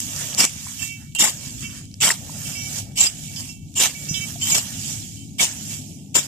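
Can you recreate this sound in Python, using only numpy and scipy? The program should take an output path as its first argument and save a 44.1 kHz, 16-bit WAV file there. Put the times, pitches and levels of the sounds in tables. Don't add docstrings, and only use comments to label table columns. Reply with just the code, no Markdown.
import sys
import numpy as np
from scipy import signal
from scipy.fft import rfft, irfft
from scipy.io import wavfile
from scipy.ndimage import uniform_filter1d

SR = 44100
rng = np.random.default_rng(int(sys.argv[2]) if len(sys.argv) > 2 else 0)


def dump_mix(stems):
    frames = np.atleast_2d(stems).T
    limited = np.clip(frames, -1, 1)
    pcm = np.round(limited * 32767).astype(np.int16)
    wavfile.write(sys.argv[1], SR, pcm)


def linear_from_db(decibels):
    return 10 ** (np.asarray(decibels, float) / 20)


N = 276507

# (start [s], rise [s], hold [s], peak level [dB], cut stems settling afterwards [dB])
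CUTS = [
    (0.374, 0.022, 0.053, -15, -57),
    (1.149, 0.0023, 0.0042, -26, -56),
    (1.1855, 0.019, 0.078, -14.5, -39),
    (2.003, 0.031, 0.077, -14.5, -39.5),
    (2.9565, 0.053, 0.051, -16, -40),
    (3.752, 0.078, 0.033, -14.5, -37),
    (4.399, 0.15, 0.036, -18.5, -32),
    (5.383, 0.032, 0.028, -14, -32),
    (6.143, 0.017, 0.015, -13, -31.5),
]
RELEASE_DB_PER_S = 388.5


def evened(x):
    return x / np.sqrt(np.mean(x ** 2) + 1e-20)


def read(points, hz):
    f, value = np.transpose(points)
    return np.interp(np.log(hz + 1), np.log(f + 1), value)


def add(mix, s, sound):
    part = mix[..., round(s * SR):][..., :sound.shape[-1]]
    part += sound[..., :part.shape[-1]]


def lumps(count, s):
    width = max(round(s * SR), 2)
    return evened(uniform_filter1d(uniform_filter1d(rng.standard_normal(count), width), width))


def ports(x, other, alike, lean_db, ahead):
    # (frequency [Hz], coherence [share])
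    likeness = [(100, 0.99), (300, 1.17), (600, 1.16), (1000, 1.12), (1800, 1.1), (2800, 0.55),
                (4200, 0.26), (7200, 0.12), (10000, 0.04)]
    # (frequency [Hz], left minus right [dB])
    balance = [(500, -5), (1100, 0.5), (1800, 1.5), (2700, -14), (4200, -7.5), (5700, -9), (7200, -2.5),
               (9000, -7), (12000, -8)]
    hz = np.fft.rfftfreq(len(x), 1 / SR)
    same = np.clip(alike * read(likeness, hz), 0, 1)
    left = rfft(x)
    delayed = left * np.exp(-2j * np.pi * hz * ahead / SR)
    right = same * delayed + np.sqrt(1 - same ** 2) * rfft(other)
    lean = read(balance, hz) + lean_db / (1 + (hz / 10000) ** 6)
    return hz, np.array([left, right]) * linear_from_db(lean * np.array([[.5], [-.5]]))


def ring(db, hz, t60, rise, length):
    t = np.arange(round(length * SR)) / SR
    envelope = linear_from_db(db - 60 * t / t60) * (1 - np.exp(-t / rise))
    return envelope * np.sin(2 * np.pi * hz * t) * np.minimum((t[-1] - t) / 0.013, 1)


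def traffic():
    # (time [s], rumble level [dB], tyre wash level [dB])
    hum_levels = [(0.0, -39.5, -67), (0.35, -41.5, -50), (0.61, -42, -76), (1.12, -42.5, -86),
                  (1.33, -41.5, -58), (1.62, -37, -73), (1.99, -44, -73), (2.22, -39, -58), (2.6, -40, -56),
                  (3.23, -40, -61.5), (3.6, -42, -69), (4.47, -37.5, -62.5), (4.92, -38.5, -59.5),
                  (5.26, -41.5, -71), (5.64, -39.5, -59), (6.11, -42.5, -65), (6.27, -41, -58)]
    # (frequency [Hz], density [dB per Hz])
    hum_colour = [(12, -48.5), (20, -46), (34, -76.5), (46, -9.5), (92, 0.5), (124, -11), (150, 0),
                  (249, -1.5), (283, -5), (384, -21), (420, -20), (550, -46), (920, -120)]
    # (frequency [Hz], width [Hz], level under the hum [dB])
    drone_lines = [(105.5, 13.5, -5.5), (142, 25, -6), (275, 1.4, -19.5)]
    # (time [s], gain above 230 Hz, twice lost below 55 Hz [dB])
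    nearing = [
        (3.6, -1.5),
        (5.6, 4),
    ]
    duck_depth_db, duck_s, wash_gain_db = -7.5, 0.12, 2.5

    hz, z = ports(*rng.standard_normal((2, N)), alike=.8, lean_db=7.5, ahead=-9)
    x = evened(irfft(z * linear_from_db(read(hum_colour, hz)), N))
    for line_hz, width, db in drone_lines:
        x = x + linear_from_db(db) * evened(irfft(z / (1 + ((hz - line_hz) / width * 2) ** 2), N))

    s, level_db, wash_db = np.transpose(hum_levels)
    t = np.arange(N) / SR
    since = t - np.array([start + rise for start, rise, *_ in CUTS])[:, None]
    creeping_back = np.exp(-(np.maximum(since, 0) / duck_s) ** 2)
    duck_db = duck_depth_db * (np.clip(since / 0.067, 0, 1) * creeping_back).max(0)

    near_db = np.interp(t, *np.transpose(nearing))
    upper = irfft(rfft(x) / (1 + (230 / (hz + 1)) ** 6), N)
    lower = irfft(rfft(x) / (1 + (hz / 55) ** 6), N)
    x = x + (linear_from_db(near_db) - 1) * upper + (linear_from_db(-2 * near_db) - 1) * lower
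    x = evened(x) * linear_from_db(np.interp(t, s, level_db) + 3 + duck_db + lumps(N, 0.012))
    wash = evened(irfft(z / (1 + ((hz - 680) / 190) ** 6), N))
    return x + wash * linear_from_db(wash_gain_db + np.interp(t, s, wash_db) + 1.8 * lumps(N, 0.03))


def rustle():
    # (peak time [s], hiss level [dB], swell [dB per s],
    # fade [dB per s], coarse stalks relative to hiss [dB])
    stirs = [(0.0, -30.5, 100, 43, -20), (.21, -29, 68, 34, -14.5), (.70, -35.5, 21, 55, -17),
             (0.828, -29, 196, 132, -19.5), (.95, -59, 100, 79, -35.5), (1.46, -35, 72, 57, -18.5),
             (1.628, -33, 194, 150, -17.5), (1.78, -39, 49, 167, -12), (2.36, -39.5, 41.5, 44, -14),
             (2.48, -31, 65.5, 51, -18.5), (2.789, -27.5, 58.5, 284, -18), (2.88, -59, 100, 80, -4.5),
             (3.25, -36, 67, 81, -29), (3.401, -33, 116, 132, -19), (3.495, -39, 60, 190, -21),
             (4.03, -37, 58, 34, -21), (4.18, -34, 68, 32, -20), (4.30, -36, 48, 150, -15),
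             (4.9, -29, 40, 62.5, -22), (5.171, -44.5, 59, 67, -32), (1.025, -50, 150, 144, -7),
             (3.74, -58, 65, 201, -28.5), (5.732, -30.5, 73, 133, -22.5), (5.9, -44.5, 63, 65, -34)]
    still_db, still_coarse_db = -60, -23
    thin_out = 0.097
    middle_db, middle_lingers = -13, 0.049
    settle_s, settle_db_per_s, settle_coarse_db = 0.03, 50.5, -15

    t = .032 + np.arange(3115) / 500
    settling = [(s + rise + hold + settle_s, db, RELEASE_DB_PER_S, settle_db_per_s, settle_coarse_db)
                for s, rise, hold, _, db in CUTS]
    s, db, swell, fade, coarse_db = np.transpose([*stirs, *settling])[:, :, None]
    away = -swell * np.maximum(s - t, 0) - fade * np.maximum(t - s, 0)
    hiss = linear_from_db(2 * still_db) + linear_from_db(2 * (db + away)).sum(0)
    stalks = linear_from_db(2 * (db + coarse_db + (1.5 + thin_out) * away)).sum(0)
    coarse = linear_from_db(2 * (still_db + still_coarse_db)) + stalks
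    hiss_db = 10 * np.log10(hiss)
    middle = middle_db - middle_lingers * (hiss_db + 37.5)
    return np.transpose([t, hiss_db, 10 * np.log10(coarse / hiss), middle])


def tuft_patches(x, patchy_db):
    spectra = signal.stft(x, nperseg=256, noverlap=192)[2]
    patches = rng.standard_normal(spectra.shape[:0:-1]).T
    patches = uniform_filter1d(uniform_filter1d(patches, size=3, axis=0), size=20, axis=1)
    patches = linear_from_db(patchy_db * evened(patches))
    shade = rng.standard_normal(spectra.shape[:0:-1]).T
    shade = evened(uniform_filter1d(uniform_filter1d(shade, size=50, axis=1), size=50, axis=1))
    patches = patches * linear_from_db(2.1 * shade / (1 + (np.arange(129)[:, None] / 11) ** 4))
    patches = patches / np.sqrt((patches ** 2).mean(0))
    return signal.istft(spectra * patches, nperseg=256, noverlap=192)[1][:, :x.shape[1]]


def grass(rows, place, colour, lump_db, crack_db, cracks_per_s, patchy_db, scrape_db, edge, alike):
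    # (frequency [Hz], width [Hz], level [dB])
    scrape_modes = [(2297, 29, -3), (2720, 14, -4.5), (3200, 33, -10), (3455, 20, -7.5), (4944, 36, -9.5),
                    (5040, 24, -9.5), (5330, 53, -7), (5710, 36, -6), (6000, 34, -8.5), (6760, 33, -11),
                    (7100, 20, -7), (7360, 40, -4.5), (7810, 120, -12)]
    # (time [s], level above 11 kHz over the usual [dB])
    dryness = [(0, 3), (.5, -2), (.8, 3), (1.1, 2.5), (1.5, -0.5), (1.8, -4), (2.3, 3), (2.7, 1.5),
               (3.1, -1), (3.5, 1), (3.8, 1), (4.25, 2), (4.5, 4), (4.8, -2), (5.4, -2), (6.2, 0)]
    crisp_db = -5

    s, *columns = np.transpose(rows)
    t = s[0] - edge + np.arange(round((s[-1] - s[0] + .05) * SR)) / SR
    hiss_db, coarse_db, middle_db = (np.interp(t, s, c) for c in columns)
    n = len(t)
    crack_sizes = None
    cracks = (rng.random(n) < cracks_per_s / SR) * linear_from_db(crack_db * np.minimum(rng.exponential(1, n), 3))
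    clumps = linear_from_db(lump_db * lumps(n, 0.0082)) * (1 + uniform_filter1d(cracks, size=16) * 12)
    clumps = clumps / np.sqrt(uniform_filter1d(clumps ** 2, size=1000))

    hz, z = ports(*clumps * rng.standard_normal((2, n)), alike, *place)
    steel = sum(linear_from_db(db + scrape_db) / (1 + 2j * (hz - f) / width) for f, width, db in scrape_modes)
    z = z * linear_from_db(read(colour, hz)) * (1 + steel)

    coarse_band = 1 / (1 + (hz / 2100) ** 20)
    fine_band = 1 / (1 + (4200 / (hz + 1)) ** 12)
    middle_band = (1 - coarse_band) * (1 - fine_band)
    fine, coarse, middle = (evened(irfft(z * band, n).T).T for band in (fine_band, coarse_band, middle_band))
    crisp_band = 1 / (1 + (11000 / (hz + 1)) ** 8)
    crisp_gain = linear_from_db(crisp_db + np.interp(t, *np.transpose(dryness)))
    fine = fine + (crisp_gain - 1) * irfft(rfft(fine) * crisp_band, n)
    x = tuft_patches(fine + linear_from_db(coarse_db) * coarse + linear_from_db(middle_db) * middle, patchy_db)
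    fade = np.clip(np.minimum((t - t[0]) / .001, (t[-1] - t) / .015), 0, 1)
    return max(t[0], 0), (x * linear_from_db(hiss_db + 3.0) * fade)[:, t >= 0]


def soil(x):
    # (time [s], dip frequency [Hz], dip depth [dB], shade near 500 Hz [dB])
    echo_dips = [(0, 600, 0, 0.5), (.55, 600, 1, 2), (.65, 650, -10, -12), (.8, 700, 3, -8),
                 (.9, 1150, -12, -5), (1.08, 1140, -15, -10), (1.3, 1200, 5, 3), (1.52, 1250, -12, 2),
                 (1.68, 750, -13, -2), (1.82, 950, -12.5, 1.5), (2.2, 1000, 0.5, 3), (2.55, 1010, -3, -0.5),
                 (3.3, 1100, -6, -1), (3.6, 2160, -7, -6), (4.05, 1010, -9, 5.5), (4.5, 1060, -1, -6.5),
                 (5.15, 1060, -6, -3), (5.9, 1310, -4, -2)]
    dip_width = 0.12
    hz, t, z = signal.stft(x, SR, nperseg=1024, noverlap=512)
    s, dip_hz, depth_db, shade_db = np.transpose(echo_dips)
    off = (hz[:, None] / np.interp(t, s, dip_hz) - 1) / dip_width
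    shade = np.exp(-((hz[:, None] - 500) / 150) ** 2)
    z = z * linear_from_db(np.interp(t, s, depth_db) * np.exp(-off ** 2) + np.interp(t, s, shade_db) * shade)
    return signal.istft(z, nperseg=1024, noverlap=512)[1][:, :N]


def stems():
    # (time [s], peak level [dB], pitch [Hz])
    snaps = [(0.0024, 3, 8100), (0.162, -9, 6750), (0.2127, -6.5, 6980), (0.342, -9, 5500),
             (0.3476, 0.5, 6980), (0.4507, 9.5, 7400), (0.8764, -12, 7500), (1.251, 3, 7300),
             (1.607, -13, 7550), (1.854, -19.5, 6900), (1.9136, -23, 5600), (1.941, -15.5, 6140),
             (2.0444, -16, 7340), (2.0804, -4, 7270), (2.0914, -11, 7200), (3.0659, 0, 5230),
             (3.361, -12, 5600), (3.339, -17, 7000), (4.054, -15, 5500), (1.122, -28, 3500),
             (0.3296, -8, 3500), (3.4062, -9, 6700), (3.7406, -17, 7300), (3.7988, -1.5, 7900),
             (3.8087, -14, 7350), (3.8347, 1, 7100), (4.0881, -12, 5700), (4.141, -8, 5500),
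             (6.1694, -8, 6800)]
    # (time [s], peak level [dB], pitch [Hz], t60 [s])
    knocks = [
        (0.667, -28.5, 1020, 0.018),
        (1.249, -24, 1500, 0.03),
        (2.104, -1, 1890, 0.011),
        (2.295, -28, 920, 0.018),
        (4.357, -33, 697, 0.058),
    ]
    out, t = np.zeros((2, N)), np.arange(1500) / SR
    for s, db, hz in snaps:
        puff = rng.standard_normal((2, len(t))) * linear_from_db(-60 * t / 0.0091) * (1 - np.exp(-t / 0.00029))
        band = signal.butter(1, [hz * 0.79, min(hz * 1.0, 14000)], "band", fs=SR)
        add(out, s, linear_from_db(db - 3.5) * signal.lfilter(*band, puff + 0.37 * puff[0]))
        add(out, s, linear_from_db(db - 30.5 - 60 * t / .008) * np.diff(puff + puff[0], prepend=0))
    for s, db, hz, t60 in knocks:
        add(out, s, ring(db, hz, t60, 0.65 / hz, 0.051) * linear_from_db(np.array([[1.5], [-1.5]])))
    return out


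def stroke(start, rise, hold, peak_db, coarse_db):
    # (time [s], jump [dB], time to die away [s])
    tufts = [(.380, 2.5, .005), (.387, 2, .004), (.394, 1.5, .004), (.4025, 4, .006), (.412, 2, .006),
             (.441, 4.5, .004), (.4555, -3, .01), (1.186, 4, .01), (1.2035, 1, .006), (1.214, 3, .005),
             (1.222, 2, .008), (1.2415, 3, .003), (1.257, -4, .04), (1.297, 4, .003), (2.005, -1, .012),
             (2.019, 3.5, 0.0092), (2.042, 0, 0.0044), (2.036, 0.5, .004), (2.079, 2, .004),
             (2.09, 4, .004), (2.095, -5, 0.0089), (2.106, 3, .008), (2.122, -3.5, 0.014),
             (2.957, -5, .016), (2.9745, 2.5, .01), (3.005, 2, 0.014), (3.024, -2, .008),
             (3.038, 3.5, .005), (3.066, 2, .008), (3.7525, -3.5, .01), (3.7648, 1, .005), (3.773, 1, .006),
             (3.798, 3, .005), (3.808, 3.5, .007), (3.822, 3, .005), (3.834, 3, 0.0062), (3.857, 2, .005),
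             (3.867, 3.5, .008), (4.42, 4, .01), (4.515, 1.5, .015), (4.536, -6, 0.0093),
             (4.545, 4.5, 0.013), (4.577, 1.5, .008), (5.382, -3.5, 0.013), (5.396, 1, 0.0069),
             (5.414, 1, .008), (5.44, 1, .01), (6.148, -3, .004), (6.1535, 3, .008), (6.165, 3, .006),
             (6.1715, -4, .003), (6.19, 3, .015)]
    entry_db, rise_bend, sag_db, surge_db = -21.5, 0.5, -4.5, 1
    bite_db, bite_s = 6, 0.0034
    soft_rise_s = 0.05
    tips_db, middle_db = -11.5, -10
    coarse_stop_db_per_s = 193.5

    t = np.arange(260) / 1000
    into, through = np.clip(t / rise, 0, 1), np.clip((t - rise) / hold, 0, 1)
    swell_db = peak_db + entry_db * (1 - into ** rise_bend)
    cracking_db = bite_db * np.exp(-t / bite_s - (rise / soft_rise_s) ** 2)
    leaving_db = RELEASE_DB_PER_S * np.maximum(t - rise - hold, 0)
    hiss_db = swell_db + cracking_db + sag_db * through - leaving_db

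    s, jump_db, dies = np.transpose(tufts)[:, :, None]
    since = start + t - s
    hiss_db = hiss_db + (jump_db * (since >= 0) * np.exp(-(np.maximum(since, 0) / dies) ** 2)).sum(0)
    surges = rng.standard_normal((3, len(t)))
    surges = surge_db * evened(uniform_filter1d(uniform_filter1d(surges, size=8), size=8))
    coarse_db = coarse_db + tips_db * (1 - 0.66 * into - 0.34 * through)
    coarse_db = coarse_db - coarse_stop_db_per_s * np.clip(t - rise - hold, 0, .06)
    return np.transpose([start + t, hiss_db + surges[0], coarse_db + surges[1], middle_db + surges[2]])


def blade():
    # (frequency [Hz], t60 [s])
    bending_modes = [(2280, 0.73), (2697, 0.47), (3074, 0.77), (3445, 0.12)]
    # (time [s], level [dB], favoured mode [index, may lie beyond 0-3], loss per mode away from
    # it [dB], time until the grass damps it [s])
    touches = [(.792, -28, 1.5, 21, 0.014), (.819, -24, 0.85, 14.5, .32), (1.418, -50, 0.5, 4, .18),
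               (1.627, -32.5, 1, 6, 0.057), (1.7, -45, 5, 1, .25), (2.451, -37.5, 1.5, 6, 0.15),
               (2.55, -28, -2.5, 2.5, 0.12), (2.87, -49.5, -3, 3.5, .098), (3.28, -42.5, .3, 8, .09),
               (3.361, -36, 2.5, 11, 0.033), (3.49, -41.5, 1, 11, 0.2), (3.948, -29.5, -1, 12, .26),
               (4.08, -38, 1, 10, 0.064), (4.141, -20.5, 4, 5, 0.098), (4.206, -28, .3, 8, 0.04),
               (4.415, -30, 2.1, 11.5, 0.18), (4.474, -28, -2.5, 5, 0.047), (4.508, -24.5, 0.5, 17, 0.05),
               (5.166, -47, 2, 8, 0.073), (5.703, -42, 0.5, 2.5, 0.082), (2.66, -44, 0, 11, 0.19)]
    # (time [s], level [dB], frequency [Hz],
    # t60 [s])
    pings = [(.82, -21.5, 7200, 0.21), (.82, -40, 5200, .3), (1.152, -25.5, 2777, 0.42),
             (1.152, -32, 3128, 0.44), (1.21, -16, 3580, 0.093), (2.53, -31, 5100, 0.24),
             (2.575, -29.5, 5670, 0.44), (2.97, -33, 2990, 0.43), (3.066, -14, 4940, 0.059),
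             (4.088, -26, 7000, 0.18), (4.088, -30.5, 5660, 0.56), (4.088, -31.5, 5140, 0.35),
             (4.141, -28, 5000, 0.12), (4.141, -28, 7150, 0.19), (4.21, -22, 6670, 0.087),
             (4.445, -22, 7240, 0.13), (4.491, -26, 8300, .15), (4.52, -5, 6740, 0.065),
             (5.395, -13.5, 2263, 0.061), (2.0098, -21, 2600, 0.1), (2.02, -17, 2900, .08),
             (4.51, -25, 2300, .2), (4.42, -31, 3100, .3), (0.81, -40, 2275, 0.98), (6.205, -27, 3700, .06),
             (4.46, -27, 3100, .1), (4.472, -32, 3096, 0.28), (4.505, -28, 3900, .12),
             (4.431, -24, 6750, .12), (4.088, -34, 6340, 0.33), (4.09, -27, 6020, .3),
             (4.141, -39, 3870, 0.61), (4.485, -26, 7900, .2), (3.49, -33, 5450, 0.17),
             (.403, -11, 7900, .1), (3.004, -6, 7380, 0.16), (1.204, -17, 7420, .1), (4.49, -27, 7960, .3),
             (4.088, -34, 6720, .15), (3.361, -32, 5250, .2), (3.361, -35, 4780, 0.22),
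             (3.405, -32, 7200, 0.093), (3.026, -17, 3050, 0.034), (4.546, -24, 7200, .1)]
    out = np.zeros(N)
    for s, touch_db, favoured, lost_db, free in touches:
        mode_db = touch_db - lost_db * abs(np.arange(len(bending_modes)) - favoured)
        modes = sum(ring(db, hz, t60, .0015, .6) for db, (hz, t60) in zip(mode_db, bending_modes))
        held = np.maximum(np.arange(len(modes)) / SR - free, 0)
        add(out, s, modes * linear_from_db(-60 * held / .08))
    for s, db, hz, t60 in pings:
        add(out, s, ring(db, hz, t60, 0.0021, min(t60 / 2, .3)))
    out = out * linear_from_db(2.95 * lumps(N, 0.027))
    return np.array([linear_from_db(-7.5) * np.roll(out, 3), linear_from_db(4.5) * out])


def footsteps(field):
    # (time [s], level [dB], pitch [Hz], t60 [s])
    thuds = [
        (4.109, -6, 152, 0.027),
        (4.198, -12, 169, 0.021),
    ]
    for s, db, hz, t60 in thuds:
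        thud = np.convolve(ring(db, hz, t60, 0.0028, .1), np.hanning(120) / 60)
        add(field, s, thud * linear_from_db(np.array([[1.2], [-1.2]])))


def scene():
    # (frequency [Hz], density [dB per Hz])
    rustle_colour = [(350, -19), (600, -12), (1520, -11.5), (1800, -7), (2110, -11.5), (2230, -9),
                     (2540, -8.5), (2860, -6.5), (2980, -5.5), (3270, -6.5), (4310, -10.5), (5550, -9.5),
                     (6860, -2), (10300, -14), (14200, -11.5)]
    # (frequency [Hz], density [dB per Hz])
    stroke_colour = [(88, -50), (150, -4), (436, -14), (801, -8.5), (1500, -14), (2000, -8.5), (2280, -9),
                     (2510, -10.5), (2760, -6), (4200, -11.5), (4800, -10), (6380, -8), (7290, -1.5),
                     (10300, -16), (14200, -13.5)]
    # (lean to the left [dB], lead at the left [samples],
    # coarse stalks relative to hiss [dB])
    places = [(4.5, 0.5, -12.5), (1, 4, -19.5), (7.5, -5, -14), (5.5, 1.5, -12.5), (4, -5, -17.5),
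              (4, 1, -12.5), (6, 5, -15), (7.5, 6, -12), (10, 7.5, -11)]
    singing_db = [10.7, 7.8, 7.9, 8.5, 8.6, 7.3, 8, 4.4, 9.1]

    out = stems() + blade()
    field = traffic()
    footsteps(field)
    add(field, *grass(rustle(), (0, 4), rustle_colour, lump_db=-0.5, crack_db=1.0, cracks_per_s=120,
                      patchy_db=1.94, scrape_db=7.5, edge=.035, alike=0.53))
    out = out + soil(field)
    for (*swing, _), (*place, coarse_db), sing_db in zip(CUTS, places, singing_db):
        add(out, *grass(stroke(*swing, coarse_db), place, stroke_colour, lump_db=0.5, crack_db=1.0,
                        cracks_per_s=400, patchy_db=3.0, scrape_db=sing_db, alike=0.8, edge=.0003))
    return out


def masked_bands(x, quiet_db, masked_db, depth_db):
    hz, _, z = signal.stft(x, SR, nperseg=1024, noverlap=768)
    hz, power = hz[:, None], uniform_filter1d((abs(z) ** 2).mean(0), size=4, axis=1)
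    band = power[:512].reshape(128, 4, -1).mean(1)
    band = np.repeat(band, 4, axis=0)[np.minimum(np.arange(513), 511)]
    around = uniform_filter1d(power * np.minimum(hz / 1500, 1) ** 2, size=150, axis=0)
    limit = linear_from_db(2 * quiet_db) / (1 + (hz / 2700) ** 10)
    limit = limit + linear_from_db(2 * masked_db) * around * np.minimum(hz / 3500, 1) ** 3
    limit = limit * (1 + 3 / (1 + ((hz - 4150) / 220) ** 4) + 3 / (1 + ((hz - 11000) / 1200) ** 4))
    limit = limit + linear_from_db(-58) * power[52:76].max(0) / (1 + ((hz - 4150) / 230) ** 6)
    wander = np.repeat(rng.standard_normal((129, z.shape[2])), 4, axis=0)[:513]
    wander = evened(uniform_filter1d(wander, size=10, axis=1))
    dropped = 1. * (band < limit * linear_from_db(np.where(hz > 3000, 6, 14) * wander))
    dropped = uniform_filter1d(dropped, size=2, axis=1)
    loss_db = depth_db * np.where(hz > 3000, 1, 0.35) * (hz > 800) * dropped
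    return signal.istft(z * linear_from_db(loss_db), nperseg=1024, noverlap=768)[1][:, :N]


def roll_off(x):
    return signal.sosfilt(signal.butter(12, 15610, fs=SR, output="sos"), x)


def record(dry):
    edge_hz = 14280
    held = .9 * np.tanh(dry / .9)
    x = masked_bands(held, quiet_db=-90.5, masked_db=-15, depth_db=-24)
    lowpass = signal.firwin(601, edge_hz, window=("kaiser", 8), fs=SR)
    low = signal.oaconvolve(x, lowpass[None], "same")
    sudden = np.zeros(N)
    for start, *_ in CUTS:
        add(sudden, start, np.hanning(240))
    mix = low + linear_from_db(-8) * sudden * (x - low)
    return roll_off(mix)


dry = scene()
out = record(dry)
dump_mix(out)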